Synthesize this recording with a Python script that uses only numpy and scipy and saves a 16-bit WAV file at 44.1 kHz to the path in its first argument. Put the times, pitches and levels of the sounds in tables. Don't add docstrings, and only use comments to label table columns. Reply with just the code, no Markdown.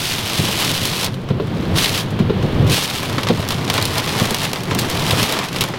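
import sys
import numpy as np
from scipy import signal
from scipy.fft import rfft, irfft
from scipy.io import wavfile

SR = 44100
rng = np.random.default_rng(int(sys.argv[2]) if len(sys.argv) > 2 else 0)


def materialize(psi):
    bounded = np.clip(np.atleast_2d(psi).T, -1, 1)
    quanta = np.round(bounded * 32767).astype(np.int16)
    wavfile.write(sys.argv[1], SR, quanta)


N = 254898
TIME = np.arange(N) / SR

# (frequency [Hz], relative level [dB])
TICK_SPECTRUM = [(200, 0), (1000, -10), (2200, -4.5), (4000, 2), (6000, -2), (8000, -4.5), (12000, -5),
                 (16000, -11)]
GLASS_SPECTRUM = [(200, -28), (700, -13.5), (1600, -5.5), (2300, -1), (3200, 2.5), (4200, 0), (5500, -5.5),
                  (7300, -14.5), (10000, -15), (13000, -20), (16000, -26)]
ROOF_SPECTRUM = [(40, -14.5), (100, -4), (250, 2), (480, 2), (750, 1), (1050, 2.5), (1500, -3.5),
                 (2200, -4), (3400, -10), (5000, -16), (7500, -21.5), (16000, -62)]


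def from_db(db):
    return 10 ** (np.asarray(db) / 20)


def rms_one(x):
    return x / np.sqrt(np.mean(x ** 2) + 1e-20)


def in_time(rows):
    return np.interp(TIME, *np.transpose(rows))


def ramp(start_s, length_s):
    return np.clip((TIME - start_s) / length_s, 0, 1)


def drift(per_s):
    knots = rng.standard_normal(4000)
    return np.interp(TIME * per_s, np.arange(len(knots)), knots)


def add(track, s, sound):
    at = max(round(s * SR), 0)
    track[at:at + len(sound)] += sound[:max(N - at, 0)]


def coloured(x, spectrum, size=8192):
    hz, db = np.transpose(spectrum)
    log_hz = np.log(np.fft.rfftfreq(size, 1 / SR) + 1)
    gain = rms_one(from_db(np.interp(log_hz, np.log(hz), db)))
    cepstrum = irfft(np.log(gain))[:size // 2]
    cepstrum[1:] *= 2
    response = irfft(np.exp(rfft(cepstrum, size)))
    return signal.fftconvolve(x, response)[:len(x)]


def modal_ring(power, decay_s):
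    retained = np.exp(-2 / (decay_s * SR))
    energy = signal.lfilter([1 - retained], [1, -retained], power + 1e-18)
    return np.sqrt(energy) * rng.standard_normal(N)


def road(swell_db, lumpy_db=1.83, boom_db=1, boom_band_hz=(32, 95)):
    # (time [s], level [dB])
    roughness = [(0, -25), (.24, -31), (.4, -23.5), (1.12, -27), (2.0, -26), (2.16, -21), (2.53, -25),
                 (2.69, -24), (2.9, -28), (3.18, -23), (3.7, -22.5), (3.95, -26.5), (4.3, -22.5),
                 (4.56, -31.5), (4.69, -21), (4.9, -24), (5.18, -20.5), (5.32, -32.5), (5.78, -24)]
    # (frequency [Hz], relative level [dB])
    rumble_spectrum = [(20, -8), (38, -34), (56, -18), (78, -5), (105, 2.5), (135, 2), (180, 0.5),
                       (215, -4.5), (240, -5), (300, -7.5), (470, -11.5), (700, -20.5), (1300, -33),
                       (4000, -68)]
    rough_db = in_time(roughness)
    rumble = coloured(rng.standard_normal(N), rumble_spectrum)
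    rumble *= from_db(rough_db + 0.92 * swell_db + lumpy_db * drift(24.89))
    boom_band = signal.butter(3, boom_band_hz, "band", fs=SR, output="sos")
    boom = rms_one(signal.sosfilt(boom_band, rng.standard_normal(N)))
    shake = from_db(rough_db + swell_db)
    return rumble + from_db(boom_db) * boom * shake ** 2


def tyres(swell_db, swell_share=0.59):
    # (time [s], level [dB])
    hiss_levels = [(0, -30.5), (1.17, -41), (2.1, -34), (3, -35.5), (5.78, -44)]
    # (frequency [Hz], relative level [dB])
    hiss_spectrum = [(150, -3), (500, -2), (1000, -0.5), (1400, -4), (2400, -7.5), (3200, -6),
                     (4200, -11.5), (5500, -22.5), (7500, -32), (12000, -32), (16000, -36)]
    hiss = coloured(rng.standard_normal(N), hiss_spectrum)
    return hiss * from_db(in_time(hiss_levels) + swell_share * swell_db)


def cabin(x, wet_db=-13, t60_s=0.16):
    tail = modal_ring(x ** 2, t60_s / np.log(1000))
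    return x + from_db(wet_db) * coloured(tail, GLASS_SPECTRUM)


def wipers(width_octaves=0.56, slap_s=0.011, flip_after_s=.1, turn_rise_s=0.014, flip_rise_s=0.0032):
    # (time [s], knock [dB], knock pitch [Hz], rubber slap [dB], blade flip [dB], flip pitch [Hz])
    turns = [(.387, -10.5, 163, -28, -17.5, 200), (0.813, -19, 149, -42, -31, 198),
             (1.297, -8.5, 190, -26, -14, 456), (1.735, -9, 151, -40, -22, 200),
             (2.195, -7.5, 223, -25.5, -10.5, 366), (3.294, -9, 290, -16, -14, 134),
             (4.208, -8, 180, -24, -16, 224), (4.71, -14, 125, -28, -36, 150),
             (5.122, -12.5, 115, -23, -16, 220)]
    # (frequency [Hz], relative level [dB], T60 [s])
    cowl_modes = [(103, 5.5, 0.13), (134.7, 5, 0.086), (184, 1.5, 0.093), (231, -1.5, 0.15),
                  (333, -4.5, 0.15), (389.4, 1, 0.092), (447, -2.5, 0.17), (544, -27, 0.029),
                  (1034, 7, 0.018), (1383, 6, 0.036)]
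    # (frequency [Hz], relative level [dB])
    rubber_spectrum = [(60, -18), (200, -2.5), (480, 9), (720, -1), (1100, -10), (2000, -17.5), (4000, -13),
                       (8000, -46), (16000, -40)]
    knocks, slaps, t = np.zeros(N), np.zeros(N), TIME[:SR // 4]
    hz, db, t60 = np.transpose(cowl_modes)[:, :, None]
    for turn_s, turn_db, turn_hz, rubber_db, flip_db, flip_hz in turns:
        turn = turn_s, turn_db, turn_hz, turn_rise_s, rubber_db
        flip = turn_s + flip_after_s, flip_db, flip_hz, flip_rise_s, flip_db - 18
        for s, level_db, pitch_hz, rise_s, slap_db in (turn, flip):
            weights = from_db(db) / (1 + (np.log2(hz / pitch_hz) / width_octaves) ** 2)
            modes = np.sin(2 * np.pi * (hz * t + rng.random(hz.shape)))
            decay = from_db(-60 * np.maximum(t - rise_s, 0) / t60)
            attack = np.sin(np.pi / 2 * np.minimum(t / rise_s, 1)) ** 2
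            knock = attack * np.sum(weights * modes * decay, axis=0)
            add(knocks, s, from_db(level_db - 6) * knock / np.std(knock[:SR // 30]))
            slap = attack * rng.standard_normal(len(t)) * np.exp(-t / slap_s)
            add(slaps, s, from_db(slap_db + 14) * slap)
    return knocks + coloured(slaps, rubber_spectrum)


def bridges(onset_s=0.046, burst_s=0.13, linger_s=0.052, release_s=0.064):
    # (entry [s], exit [s], rain's return time [s], swell [dB], burst [dB])
    passages = [(1.057, 1.731, 0.039, 9.5, 6), (2.008, 2.64, 0.084, 11, 6.5)]
    # (way through [0-1], rain change [dB])
    shelter_profile = [(0, -19.5), (.42, -35), (.64, -23), (1, -19)]
    cover = swell_db = shelter_db = 0
    for enter_s, leave_s, return_s, peak_db, burst_db in passages:
        through = ramp(enter_s, leave_s - enter_s)
        emerged = ramp(leave_s, return_s)
        under = ramp(enter_s, onset_s) * (1 - emerged)
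        burst = emerged * (1 - ramp(leave_s + return_s, burst_s))
        cover += under
        swell_db += peak_db * through * (1 - ramp(leave_s + linger_s, release_s))
        shelter_db += under * np.interp(through, *np.transpose(shelter_profile)) + burst_db * burst
    return cover, swell_db, shelter_db


def spray(half_width_s=0.022):
    # (time [s], rise in level [dB])
    sheets = [(.615, 1), (0.999, 2.5), (1.81, 1), (1.96, 5), (2.765, 3), (2.83, 3.5), (2.955, 3.5),
              (3.52, 8), (3.755, 9.5), (3.96, 4.5), (4.19, 5.5), (4.44, 7), (5.2, 5)]
    return sum(rise_db * np.exp(-((TIME - s) / half_width_s) ** 2) for s, rise_db in sheets)


def bending_wave(delay_s, size=512):
    khz = np.fft.rfftfreq(size, 1 / SR) / 1000
    return irfft(np.exp(-4j * np.pi * 1000 * delay_s * np.sqrt(khz)))


def patter(per_s, spread_db, delay_s, ring_s, spots=12):
    lands = rng.random(N) < per_s / SR
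    hits = lands * from_db(spread_db * np.minimum(rng.exponential(1, N), 5))
    spot = rng.integers(0, spots, N)
    chirps = np.zeros(N)
    for k in range(spots):
        wave = (-1) ** k * bending_wave(delay_s * (k + .5) / spots)
        chirps += np.convolve(hits * (spot == k), wave)[:N]
    return rms_one(chirps), rms_one(modal_ring(hits ** 2, ring_s))


def roof(shelter_db, spray_db, tap_db=-3, ring_db=-2, clump_db=2):
    # (time [s], level [dB])
    water_levels = [(0, -36), (.62, -24), (.8, -32.5), (1.05, -28), (1.95, -27.5), (2.9, -31.5),
                    (3.07, -30), (3.55, -30.5), (4.2, -23.5), (4.63, -31.5), (4.78, -26), (5.36, -23.5),
                    (5.48, -27.5), (5.78, -32.5)]
    per_s = 1000 * from_db(clump_db * drift(50))
    chirps, ring = patter(per_s, spread_db=2.5, delay_s=0.001468, ring_s=0.016)
    water = from_db(in_time(water_levels) + 0.48 * shelter_db + 0.42 * spray_db)
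    return water * coloured(from_db(tap_db) * chirps + from_db(ring_db) * ring, ROOF_SPECTRUM)


def big_drops(ring_s=0.0045, thud_s=0.013, droplet_spread_db=5):
    # (time [s], tick [dB], splash decay [s], ring [dB], thud [dB])
    impacts = [(0.1313, -27, .004, -28, -48), (0.647, -26, .006, -9, -24), (0.7146, -25, 0.0037, -25, -37),
               (.853, -20, .006, -17, -37), (1.0434, -16, 0.0072, -33, -39), (1.1403, -39, 0.011, -26, -40),
               (1.287, -46, .012, -30, -27), (1.469, -40, .006, -41, -45), (1.7823, -21, 0.017, -5, -35),
               (1.8425, -23, .008, -6, -32), (1.8574, -35, .004, -5, -23), (2.105, -39, .012, -38, -38),
               (2.1896, -39, .012, -32, -21.5), (2.425, -39, 0.015, -42, -26),
               (2.7781, -36, .005, -13, -18.5), (3.029, -29, .012, -18, -23), (3.1805, -43, .008, -15, -14),
               (3.2316, -37, .004, -11, -25), (3.2688, -49, .006, -16, -16.5),
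               (3.2859, -37, .008, -10, -20), (3.4253, -44, .007, -19, -21.5),
               (3.487, -24, 0.0052, -18, -42), (3.505, -24.5, .007, -11.5, -27),
               (3.677, -35, .005, -18, -20), (3.699, -22, .005, -7.5, -17.5), (3.7386, -21, .007, -21, -26),
               (3.7778, -28, .005, -9, -11.5), (3.813, -31, .005, -15, -30), (3.8248, -14, .002, -30, -38),
               (3.8524, -12.5, .004, -26, -32), (3.981, -16, 0.0037, -19, -43),
               (4.1974, -26, 0.0072, -13, -17), (4.2532, -26.5, .008, -13, -34),
               (4.3069, -23, .008, -26, -22), (4.344, -22, 0.0055, -7.5, -25),
               (4.5311, -23, .004, -13, -22.5), (4.5575, -36, .006, -18, -24.5),
               (4.71, -46, .006, -36, -14), (4.6342, -28.5, .004, -27, -33), (4.7477, -24, .005, -19, -26),
               (4.7874, -17, 0.015, -11, -33), (4.8983, -23, .005, -27, -27),
               (5.1072, -20, 0.0071, -4, -22), (5.228, -16, .006, -8, -24), (5.3228, -22, 0.0086, -13, -19),
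               (5.3881, -26, .008, -13.5, -20), (5.5603, -30, .004, -13, -26),
               (5.6073, -12.5, 0.0073, -7, -30), (5.6165, -25, .006, -11, -22),
               (5.6374, -23, 0.0046, -24, -17.5), (5.7365, -50, .006, -42, -20.5)]
    ticks, glass, panel = np.zeros((3, N))
    t = TIME[:SR // 12]
    for s, tick_db, splash_s, ring_db, thud_db in impacts:
        chirp = bending_wave(delay_s=rng.uniform(.0001, .0006))
        chirp /= np.abs(coloured(chirp, TICK_SPECTRUM)).max()
        crack_db = min(28 + 1.4 * tick_db, -3)
        add(ticks, s + .0014, from_db(crack_db) * chirp)
        splash, sizes, ring, thud = rng.standard_normal((4, len(t)))
        droplets = rms_one(splash * from_db(droplet_spread_db * np.clip(sizes, -2, 2)))
        add(ticks, s + .0014, from_db(tick_db) * droplets * np.exp(-t / splash_s))
        add(glass, s + 0.000946, from_db(ring_db - 4) * ring * np.exp(-t / ring_s))
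        add(panel, s + 0.000887, from_db(thud_db) * thud * np.exp(-t / thud_s))
    on_glass = coloured(ticks, TICK_SPECTRUM) + coloured(glass, GLASS_SPECTRUM)
    return on_glass + coloured(panel, ROOF_SPECTRUM)


def windshield(cover, change_db, usual_db=-29.5, tick_db=-3, ring_db=5, clump_db=3):
    # (time [s], level [dB])
    rain_levels = [(0, -28), (.2, -30), (.66, -27), (.77, -31.5), (1.05, -29.5), (1.3, -29), (1.95, -29.5),
                   (2.85, -30), (3.2, -40), (3.64, -39.5), (3.8, -35.5), (4.36, -32), (4.67, -43.5),
                   (4.8, -36), (5.24, -27.5), (5.46, -39), (5.64, -35.5), (5.73, -48)]
    excess_db = in_time(rain_levels) - usual_db
    landing_db = excess_db + change_db
    per_s = 1100 + 4500 * from_db(1.76 * np.minimum(landing_db, 3))
    clumps = from_db(clump_db * drift(55))
    chirps, ring = patter(per_s * clumps, spread_db=4, delay_s=0.000406, ring_s=0.0021)
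    rain = from_db(tick_db) * coloured(chirps, TICK_SPECTRUM)
    rain += from_db(ring_db) * coloured(ring, GLASS_SPECTRUM)
    drop_size = np.sqrt(per_s.mean() / per_s)
    rain *= from_db(usual_db + landing_db) * drop_size
    body = signal.sosfilt(signal.butter(3, 6000, "low", fs=SR, output="sos"), rain)
    treble = signal.sosfilt(signal.butter(3, 6000, "high", fs=SR, output="sos"), rain)
    treble_db = 3 + 0.06 * excess_db - 2 * cover
    return body + treble * from_db(treble_db)


def scene():
    cover, swell_db, shelter_db = bridges()
    spray_db = spray()
    rain = windshield(cover, shelter_db + spray_db) + roof(shelter_db, spray_db) + big_drops()
    return (cabin(rain) + wipers() + road(swell_db) + tyres(swell_db))[None]


def record(dry, ceiling=.78, cutoff_hz=16000):
    rounded = dry / (1 + (dry / ceiling) ** 4) ** .25
    low_pass = signal.ellip(10, .1, 80, cutoff_hz, fs=SR, output="sos")
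    return signal.sosfilt(low_pass, rounded)


dry = scene()
out = record(dry)
materialize(out)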